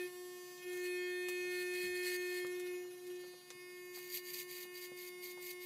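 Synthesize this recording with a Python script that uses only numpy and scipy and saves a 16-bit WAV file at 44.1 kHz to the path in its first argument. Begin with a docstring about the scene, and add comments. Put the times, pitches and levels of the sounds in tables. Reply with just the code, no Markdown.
"""Mains hair clippers buzz close to the microphone in a small room while a man trims his own hair.
A last bite of hair clears as he palms them; he lifts them and shaves the nape in short strokes, with one soft thud.
He swings them through the air and overhead, then edges the back of the crown and tips them to the end.
Harmonics of one blade stroke make the buzz; noise gated by that stroke makes the hairs snap and the blade hiss.
Short noise bursts are catches of the teeth and bumps of hand and case; quiet room air lies beneath."""
import sys
import numpy as np
from scipy import signal
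from scipy.fft import rfft, irfft
from scipy.io import wavfile

SR = 44100
rng = np.random.default_rng(int(sys.argv[2]) if len(sys.argv) > 2 else 0)


def put_to_file(sound):
    """Save the sound as 16-bit audio at rate SR, in the file named by the first command-line argument."""
    columns = np.atleast_2d(sound).T  # one column per channel
    safe = np.clip(columns, -1, 1)
    whole_steps = np.round(safe * 32767)
    wavfile.write(sys.argv[1], SR, whole_steps.astype(np.int16))


N = 249165
T = np.arange(N) / SR  # time [s]
STROKE_HZ = 359.87  # mean rate of the blade stroke


def undb(db):
    """Decibels to gain."""
    return 10 ** (np.asarray(db) / 20)


def unit(x):
    """Scale to rms 1."""
    return x / np.sqrt(np.mean(x ** 2))


def curve(table, axis=1):
    """One column of a table, joined by straight lines in time."""
    rows = np.array(table)
    return np.interp(T, rows[:, 0], rows[:, axis])


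def colour(x, table, axis=1):
    """Filter by a spectrum of (frequency, dB) points joined over log frequency; rms 1."""
    rows = np.array(table)
    hz = np.fft.rfftfreq(N, 1 / SR)
    db = np.interp(np.log(hz + 1), np.log(rows[:, 0]), rows[:, axis])
    return unit(irfft(rfft(x) * undb(db), N))


def walk(turns):
    """Smooth random course of spread near 1 that reaches a new value at every whole turn."""
    points = rng.standard_normal(4096)
    i = turns.astype(int)
    ease = np.sin(np.pi / 2 * (turns - i)) ** 2
    return points[i] + ease * (points[i + 1] - points[i])


def resonate(x, hz, width):
    """One ringing resonance of a given bandwidth [Hz]; rms 1."""
    return unit(signal.lfilter(*signal.iirpeak(hz, hz / width, fs=SR), x))


def repeat(x, memory):
    """Each stroke partly repeats the one before, so noise gathers round the harmonics; rms 1."""
    one_stroke = np.exp(-2j * np.pi * np.fft.rfftfreq(N, 1 / SR) / STROKE_HZ)  # delay by one stroke
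    return unit(irfft(rfft(x) / (1 - np.tanh(memory) * one_stroke), N))


# colour of the air in the small room, relative: (frequency [Hz], level [dB])
AIR_COLOUR = [(25, -55), (50, -50), (70, -26), (100, -11), (140, 3.5), (200, 3), (300, 2), (500, -4.5),
              (900, -4.5), (1500, -10.5), (4000, -29), (15000, -25)]


def air(hum_hz=144.7, hum_db=-84.5):
    """Room background: low-weighted noise of slightly restless level, with a faint hum of drifting phase."""
    air_db, restless_db = -72, 1.2
    hum = np.sqrt(2) * undb(hum_db) * np.sin(2 * np.pi * hum_hz * T + walk(T * 4))
    level = undb(air_db + restless_db * walk(T * 9))
    return hum + level * colour(rng.standard_normal(N), AIR_COLOUR)


def room(x, t60=0.1, wet_db=-7.5):
    """Close walls: a short tail of decaying noise, t60 [s], that begins 3 ms after the direct sound."""
    t = T[:SR // 2]
    tail = rng.standard_normal(len(t)) * np.exp(-np.log(1000) * t / t60) * (t > .003)
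    echo = signal.fftconvolve(x, tail / np.linalg.norm(tail))[:N]
    return x + undb(wet_db) * echo


def burst(start, db, low_hz, high_hz, decay, grain, tap):
    """A short contact: a first touch, then gritty noise that dies away, both in one band."""
    t = T[:SR // 4]
    roughness = undb(grain * rng.standard_normal(len(t)))  # grain is its spread in dB
    grit = unit(rng.standard_normal(len(t)) * roughness) * np.exp(-t / decay)
    grit[0] += tap * np.sqrt(SR * .001)
    edges = [low_hz, min(high_hz, SR / 2 - 1000)]
    hit = signal.sosfilt(signal.butter(2, edges, "band", fs=SR, output="sos"), grit)
    hit *= undb(db) * np.sqrt(decay * SR / 2) / np.linalg.norm(hit)  # energy set by level and decay
    return np.pad(hit, (int(start * SR), N))[:N]


def thud(start, hz, db, decay, rumble_db, rumble_decay):
    """A padded blow: a low ring that swells briefly and decays, over a short rumble."""
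    age = np.maximum(T - start, 0)
    swell = 1 - np.exp(-age / .011)
    ring = 2 * undb(db) * np.sin(2 * np.pi * hz * age) * np.exp(-age / decay) * swell
    return ring + burst(start, rumble_db, low_hz=58, high_hz=100, decay=rumble_decay, grain=1, tap=1)


# Levels below are those of the direct sound, before the room tail.
# teeth catch a tuft or scrape the skin: (time [s], level [dB], lowest [Hz], highest [Hz], decay [s])
TOOTH_CATCHES = [(0.441, -67, 810, 8000, .03), (.578, -59, 2500, 6500, .02), (.665, -62, 6000, 15000, .008),
                 (.732, -53.5, 2000, 15000, .014), (.772, -53, 1500, 15000, 0.013),
                 (1.286, -42.5, 536, 15000, 0.013), (1.739, -49, 1536, 12100, 0.0055),
                 (2.468, -49, 4000, 13000, 0.0043), (2.598, -51, 1587, 9600, 0.0099),
                 (3.068, -59, 2500, 14000, .012), (3.102, -58.5, 1800, 4000, 0.0063),
                 (3.158, -63, 2000, 8000, 0.014), (3.504, -46.5, 1820, 7700, 0.0074),
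                 (3.856, -60, 11200, 14000, 0.0075)]
# fingers and case bump against the head: (time [s], level [dB], lowest [Hz], highest [Hz], decay [s])
HAND_BUMPS = [(0.733, -63, 150, 1200, 0.025), (1.448, -62, 170, 750, 0.014),
              (2.448, -43, 129.7, 1500, 0.0027), (2.848, -63.5, 150.2, 1120, 0.027),
              (3.239, -62.5, 348, 1290, 0.023), (3.338, -59, 130.5, 755, 0.01),
              (3.505, -57, 379, 1110, 0.0098), (3.549, -60, 121, 261, 0.0043),
              (3.972, -57.5, 245, 1400, 0.014), (4.653, -54, 219.6, 700, 0.0029),
              (4.918, -46.5, 183, 694, 0.0019), (5.375, -56, 400, 1090, 0.012)]
# one soft thud; its ring level is nominal, before the swell:
# (time [s], ring [Hz], ring level [dB], ring decay [s], rumble level [dB], rumble decay [s])
SOFT_THUD = (1.832, 190, -53.5, .028, -66, .065)


def handling(catch_tap=1.3, bump_tap=1.8):
    """Contacts close to the microphone: brief noise bursts for teeth and hand, and one soft thud."""
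    catches = sum(burst(*row, grain=2.9, tap=catch_tap) for row in TOOTH_CATCHES)
    bumps = sum(burst(*row, grain=2.3, tap=bump_tap) for row in HAND_BUMPS)
    return catches + bumps + thud(*SOFT_THUD)


# ways of holding the clippers; levels at the reference ring, before load and random changes:
# name: (blade whine [dB], tooth sizzle [dB], bare blade hiss [dB], unsteadiness [0-1])
GRIP_SETTINGS = {"palm": (-66.5, -59, -65, 0.28), "lifted": (-72.5, -63.5, -59.5, 0.67),
                 "nape": (-63, -59.5, -63.5, 0.67), "air": (-71.5, -63, -62.5, 0.5),
                 "overhead": (-63, -62.5, -64.5, 0), "crown": (-67.5, -62.5, -68.5, 0.3),
                 "tipped": (-69.5, -62, -70, 0.1)}
# changes of hold, starting just lifted off the skin: (start [s], length [s], new grip)
GRIP_MOVES = [(0.053, 0.076, "palm"), (.57, .06, "lifted"), (.7, .16, "nape"), (2.424, 0.13, "lifted"),
              (2.74, 0.088, "air"), (3.143, 0.11, "overhead"), (3.397, 0.16, "crown"), (4.6, .7, "tipped")]


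def holds():
    """Share of each grip over time; every move of the hand blends linearly into the next grip."""
    names = np.array(list(GRIP_SETTINGS))[:, None]
    share = (names == "lifted") * np.ones(N)
    for start, length, name in GRIP_MOVES:
        done = np.clip((T - start) / length, 0, 1)
        share = (1 - done) * share + done * (names == name)
    return share


def grip_settings(share):
    """The four grip columns, blended by the share of each grip."""
    return np.array(list(GRIP_SETTINGS.values())).T @ share


RING_REF_DB = -57  # housing ring at which the grip levels apply
# housing ring as it turns towards and away from the microphone, before load: (time [s], level [dB])
HOUSING_RING = [(.02, -49), (.11, -61.5), (.57, -61), (.68, -53.5), (.95, -46.5), (2.06, -46),
                (2.42, -48.5), (2.56, -54.5), (2.75, -54), (2.89, -66), (3.0, -68), (3.24, -60),
                (3.42, -68.5), (3.6, -58), (4.5, -59), (5.62, -56)]


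def facing():
    """How far [dB] the housing's turn to the microphone lifts its ring above the reference."""
    return curve(HOUSING_RING) - RING_REF_DB


# passes through the hair; cutting level at mid-pass, before the snips' own gain and patchiness:
# (start [s], end [s], cutting level [dB], swell from start to end [dB])
HAIR_PASSES = [(-.02, 0.082, -63, -4), (.70, .80, -62, 1), (0.84, 0.867, -54.5, 0), (1.31, 1.49, -68.5, -4),
               (1.514, 1.622, -55.5, 4), (1.737, 1.872, -53.5, 4.5), (1.95, 2.055, -55.5, -1),
               (2.061, 2.162, -48.5, -3.5), (2.204, 2.328, -60, 2), (2.351, 2.40, -51.5, -4),
               (3.955, 4.082, -56, -7), (4.099, 4.174, -48.5, 9), (4.25, 4.306, -52, 5),
               (4.343, 4.419, -48.5, 0.5), (4.501, 4.639, -51.5, -1), (4.742, 4.858, -55.5, 4),
               (4.978, 5.085, -55.5, 1), (5.24, 5.315, -52, -4), (5.425, 5.517, -53, 0),
               (5.623, 5.7, -54.5, 3)]


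def hair():
    """Cutting amplitude: each pass bites quickly, swells or thins as it goes, and clears."""
    bite_s, clear_s = 0.016, 0.013  # time to rise or fall by a factor e before and after a pass
    power = 0
    for start, end, db, swell_db in HAIR_PASSES:
        along = np.clip((T - start) / (end - start), 0, 1)
        outside = np.maximum(start - T, 0) / bite_s + np.maximum(T - end, 0) / clear_s
        amplitude = undb(db + swell_db * (along - .5)) * np.exp(-np.minimum(outside, 20))
        power = power + amplitude ** 2
    return np.sqrt(power)


# colour of snapping hairs, relative: (frequency [Hz], nape [dB], crown [dB])
SNIP_COLOUR = [(100, -38, -53), (500, -22, -34), (1400, -17.5, -59), (1816, 5, -5.5), (2350, -0.5, -1),
               (2770, -4.5, -8.5), (4740, -4.5, -3.5), (5530, -9, -12.5), (6500, -7.5, -3),
               (7700, -4.5, -8.5), (10950, -4.5, -8), (11500, -15, -13.5), (13000, -0.5, -0.5),
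               (15800, -13, -10.5)]
# blade resonances struck by the hairs, relative to that colour:
# (frequency [Hz], width [Hz], nape [dB], crown [dB])
BLADE_RESONANCES = [(4350, 240, -13.5, -28), (4670, 160, -26, -15), (12450, 360, -25, -9)]
# colour of the blade sliding with no hair in it, relative: (frequency [Hz], level [dB])
SLIDE_COLOUR = [(100, -14), (500, -3.5), (1300, -6.5), (2300, 2.5), (4400, -3.5), (6000, -2), (8500, -15.5),
                (9800, -4.5), (10700, 1), (12000, -3.5), (13900, -6), (14600, -12), (15600, -12)]


def cutting(phase, share, facing_db, cut, gate=0.48, snag=0.45, idle_snag=1.0, snip_db=1.16, patchy_db=1.0):
    """Hairs snap as the teeth close, over a blade hiss that pulses with each stroke and changes with the grip."""
    closing = np.exp(gate * np.cos(phase))
    snaps_per_s, tuft_db, unrest_db, hiss_follow = 9000, 1.6, 2.4, 0.12  # follow: dB per dB of facing
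    snaps = (rng.random(N) < snaps_per_s / SR) * rng.standard_normal(N)
    snaps = repeat(snaps * closing * undb(tuft_db * walk(T * 160)), snag)
    nape = colour(snaps, SNIP_COLOUR, axis=1)
    crown = colour(snaps, SNIP_COLOUR, axis=2)
    for hz, width, nape_db, crown_db in BLADE_RESONANCES:
        ring = resonate(snaps, hz, width) * undb(unrest_db * walk(T * 50))  # skin damps the blade unevenly
        nape = nape + undb(nape_db) * ring
        crown = crown + undb(crown_db) * ring
    turned = share[-2:].sum(axis=0)  # both grips at the crown
    snips = (1 - turned) * unit(nape) + turned * unit(crown)
    snips *= undb(snip_db + patchy_db * walk(T * 35))
    rub = rng.standard_normal(N) * closing * undb(unrest_db * walk(T * 60))
    hiss = colour(repeat(rub, idle_snag), SLIDE_COLOUR)
    _, _, hiss_db, _ = grip_settings(share)
    return cut * snips + undb(hiss_db + hiss_follow * facing_db) * hiss


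# motor hum at the microphone: (time [s], level [dB])
MOTOR_HUM = [(0.02, -42), (0.06, -43), (0.1, -53.5), (0.21, -49), (0.63, -56), (0.67, -44.5), (0.89, -41),
             (1.14, -42.5), (2.2, -42), (2.75, -43), (3.0, -53.5), (3.11, -44.5), (3.31, -53.5),
             (3.42, -63.5), (3.62, -55), (3.83, -52.5), (4.28, -53.5), (5.62, -52)]


def motor_hum(phase):
    """The motor's fundamental: one sine at the stroke rate."""
    return np.sqrt(2) * undb(curve(MOTOR_HUM)) * np.cos(phase)


# Harmonics 2 and 3 keep these levels before wandering; above them only the balance within a group counts.
# lower harmonics: (multiple, palm [dB], nape [dB], air [dB], crown [dB], tipped [dB])
HOUSING_HARMONICS = [(2, -69.5, -68.5, -73, -79.4, -74), (3, -66, -71, -76.5, -69.5, -69),
                     (4, -99, -68, -96, -85, -84.5), (5, -58.5, -49, -66.5, -65.5, -67.5),
                     (6, -72, -53.5, -74, -62.5, -57.5), (7, -66, -51.5, -74, -70.5, -70.5),
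                     (8, -76, -71.5, -73, -67, -68), (9, -72, -60.5, -76, -80, -76),
                     (10, -72, -66.5, -77.5, -75, -71), (11, -78, -70, -71.5, -77, -75.2),
                     (12, -73, -55, -74, -83, -89), (13, -68.9, -76, -75, -64, -65),
                     (14, -74.5, -74, -78, -75, -79)]
# outline of the upper harmonics: (multiple, palm [dB], nape [dB], air [dB], crown [dB], tipped [dB])
BLADE_HARMONICS = [(16, -75.8, -79.9, -78.5, -82.2, -81.2), (17, -76.2, -71.2, -74.7, -76.8, -78.2),
                   (19, -74.7, -71.1, -78.4, -77.8, -77.5), (22, -73.3, -74.0, -82.3, -82.9, -82.3),
                   (24, -79.6, -80.7, -84.7, -81.3, -82.5), (26, -82.9, -76.6, -82.8, -74.8, -74.4),
                   (28, -79.9, -67.5, -78.4, -75.8, -82.2), (29, -74.7, -72.7, -75.8, -79.8, -75.7),
                   (30, -72.0, -66.5, -75.4, -79.2, -86.0), (31, -72.0, -74.1, -82.4, -79.3, -80.3),
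                   (35, -81.1, -78.0, -79.4, -79.3, -80.3), (38, -70.7, -75.8, -80.4, -76.5, -79.1),
                   (39, -71.9, -78.3, -78.7, -81.0, -82.3), (41, -84.7, -85.5, -89.3, -88.9, -87.5)]
# grip names of the harmonic columns, in order: (name)
TONE_COLUMNS = ["palm", "nape", "air", "crown", "tipped"]
# grips that share another's harmonics: name: (name of the other grip)
SHARED_TONES = {"lifted": "nape", "overhead": "air"}


def harmonic_balance(k, share):
    """Level [dB] of each multiple k of the stroke, blended over the grips."""
    rows = np.array(HOUSING_HARMONICS + BLADE_HARMONICS)
    tones = {}
    for name, column in zip(TONE_COLUMNS, rows[:, 1:].T):
        tones[name] = np.interp(k, np.round(rows[:, 0]), column)
    return np.array([tones[SHARED_TONES.get(name, name)] for name in GRIP_SETTINGS]).T @ share


def buzz(phase, share, facing_db, cut, scatter=1.74, wander_db=3.0, turns_per_s=11.98):
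    """Harmonics of the blade stroke; each fades and turns on its own as the clippers move among room echoes."""
    step = 64  # samples between control points
    sway, load_sway = .5, .38  # phase spread [rad] from movement and from hair
    full_load_db, shake_db = -45.5, -59  # cutting levels that scale the press and the timing shake
    ring_press_db, whine_press_db = 3.5, 11.5  # limits of the rise under load
    whine_follow, sizzle_follow = 0.34, 0.28  # dB per dB of facing
    t, share, facing_db, cut = T[::step], share[:, ::step], facing_db[::step], cut[::step]
    whine_db, sizzle_db, _, motion = grip_settings(share)
    motion = np.clip(motion, 0, 1)
    path = np.cumsum(motion) * turns_per_s * step / SR

    k = np.arange(2, 44)
    reach = np.minimum(k / 13, 1)  # short waves change most with position
    wander = np.array([r * walk(path) for r in reach])
    size = undb(harmonic_balance(k, share) + wander_db * (1 + motion) * wander)
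    ring = (k >= 4) & (k <= 7)
    whine = (k == 12) | (k == 13)
    sizzle = (k > 7) & ~whine
    press = np.tanh(cut / undb(full_load_db))
    levels = [RING_REF_DB + facing_db + ring_press_db * press,
              whine_db + whine_follow * facing_db + whine_press_db * press,
              sizzle_db + sizzle_follow * facing_db]
    for part, level_db in zip([ring, whine, sizzle], levels):
        size[part] *= undb(level_db) / np.linalg.norm(size[part], axis=0)

    load = np.minimum(cut / undb(shake_db) + .15, 1)  # hair in the teeth shakes the timing of the blade
    harmonics = np.zeros(N)
    for multiple, gain, r in zip(k, size, reach):
        moving = sway * walk(path) + load_sway * load * walk(t * 70)
        shift = scatter * rng.standard_normal() + r * moving
        harmonics += np.interp(T, t, gain) * np.cos(multiple * phase + np.interp(T, t, shift))
    return motor_hum(phase) + np.sqrt(2) * harmonics


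def scene():
    """One blade stroke drives both the buzz and the cutting; grip, facing and hair load shape them."""
    stroke_hz = STROKE_HZ + 0.0521 * walk(T * 3)
    phase = 2 * np.pi * np.cumsum(stroke_hz) / SR
    controls = holds(), facing(), hair()
    noises = room(cutting(phase, *controls) + handling())
    return (air() + noises + buzz(phase, *controls))[None]


def record(dry):
    """The recorder behind the microphone cuts the top with a steep low-pass."""
    return signal.sosfilt(signal.ellip(14, .1, 80, 15670, fs=SR, output="sos"), dry)


dry = scene()
out = record(dry)
put_to_file(out)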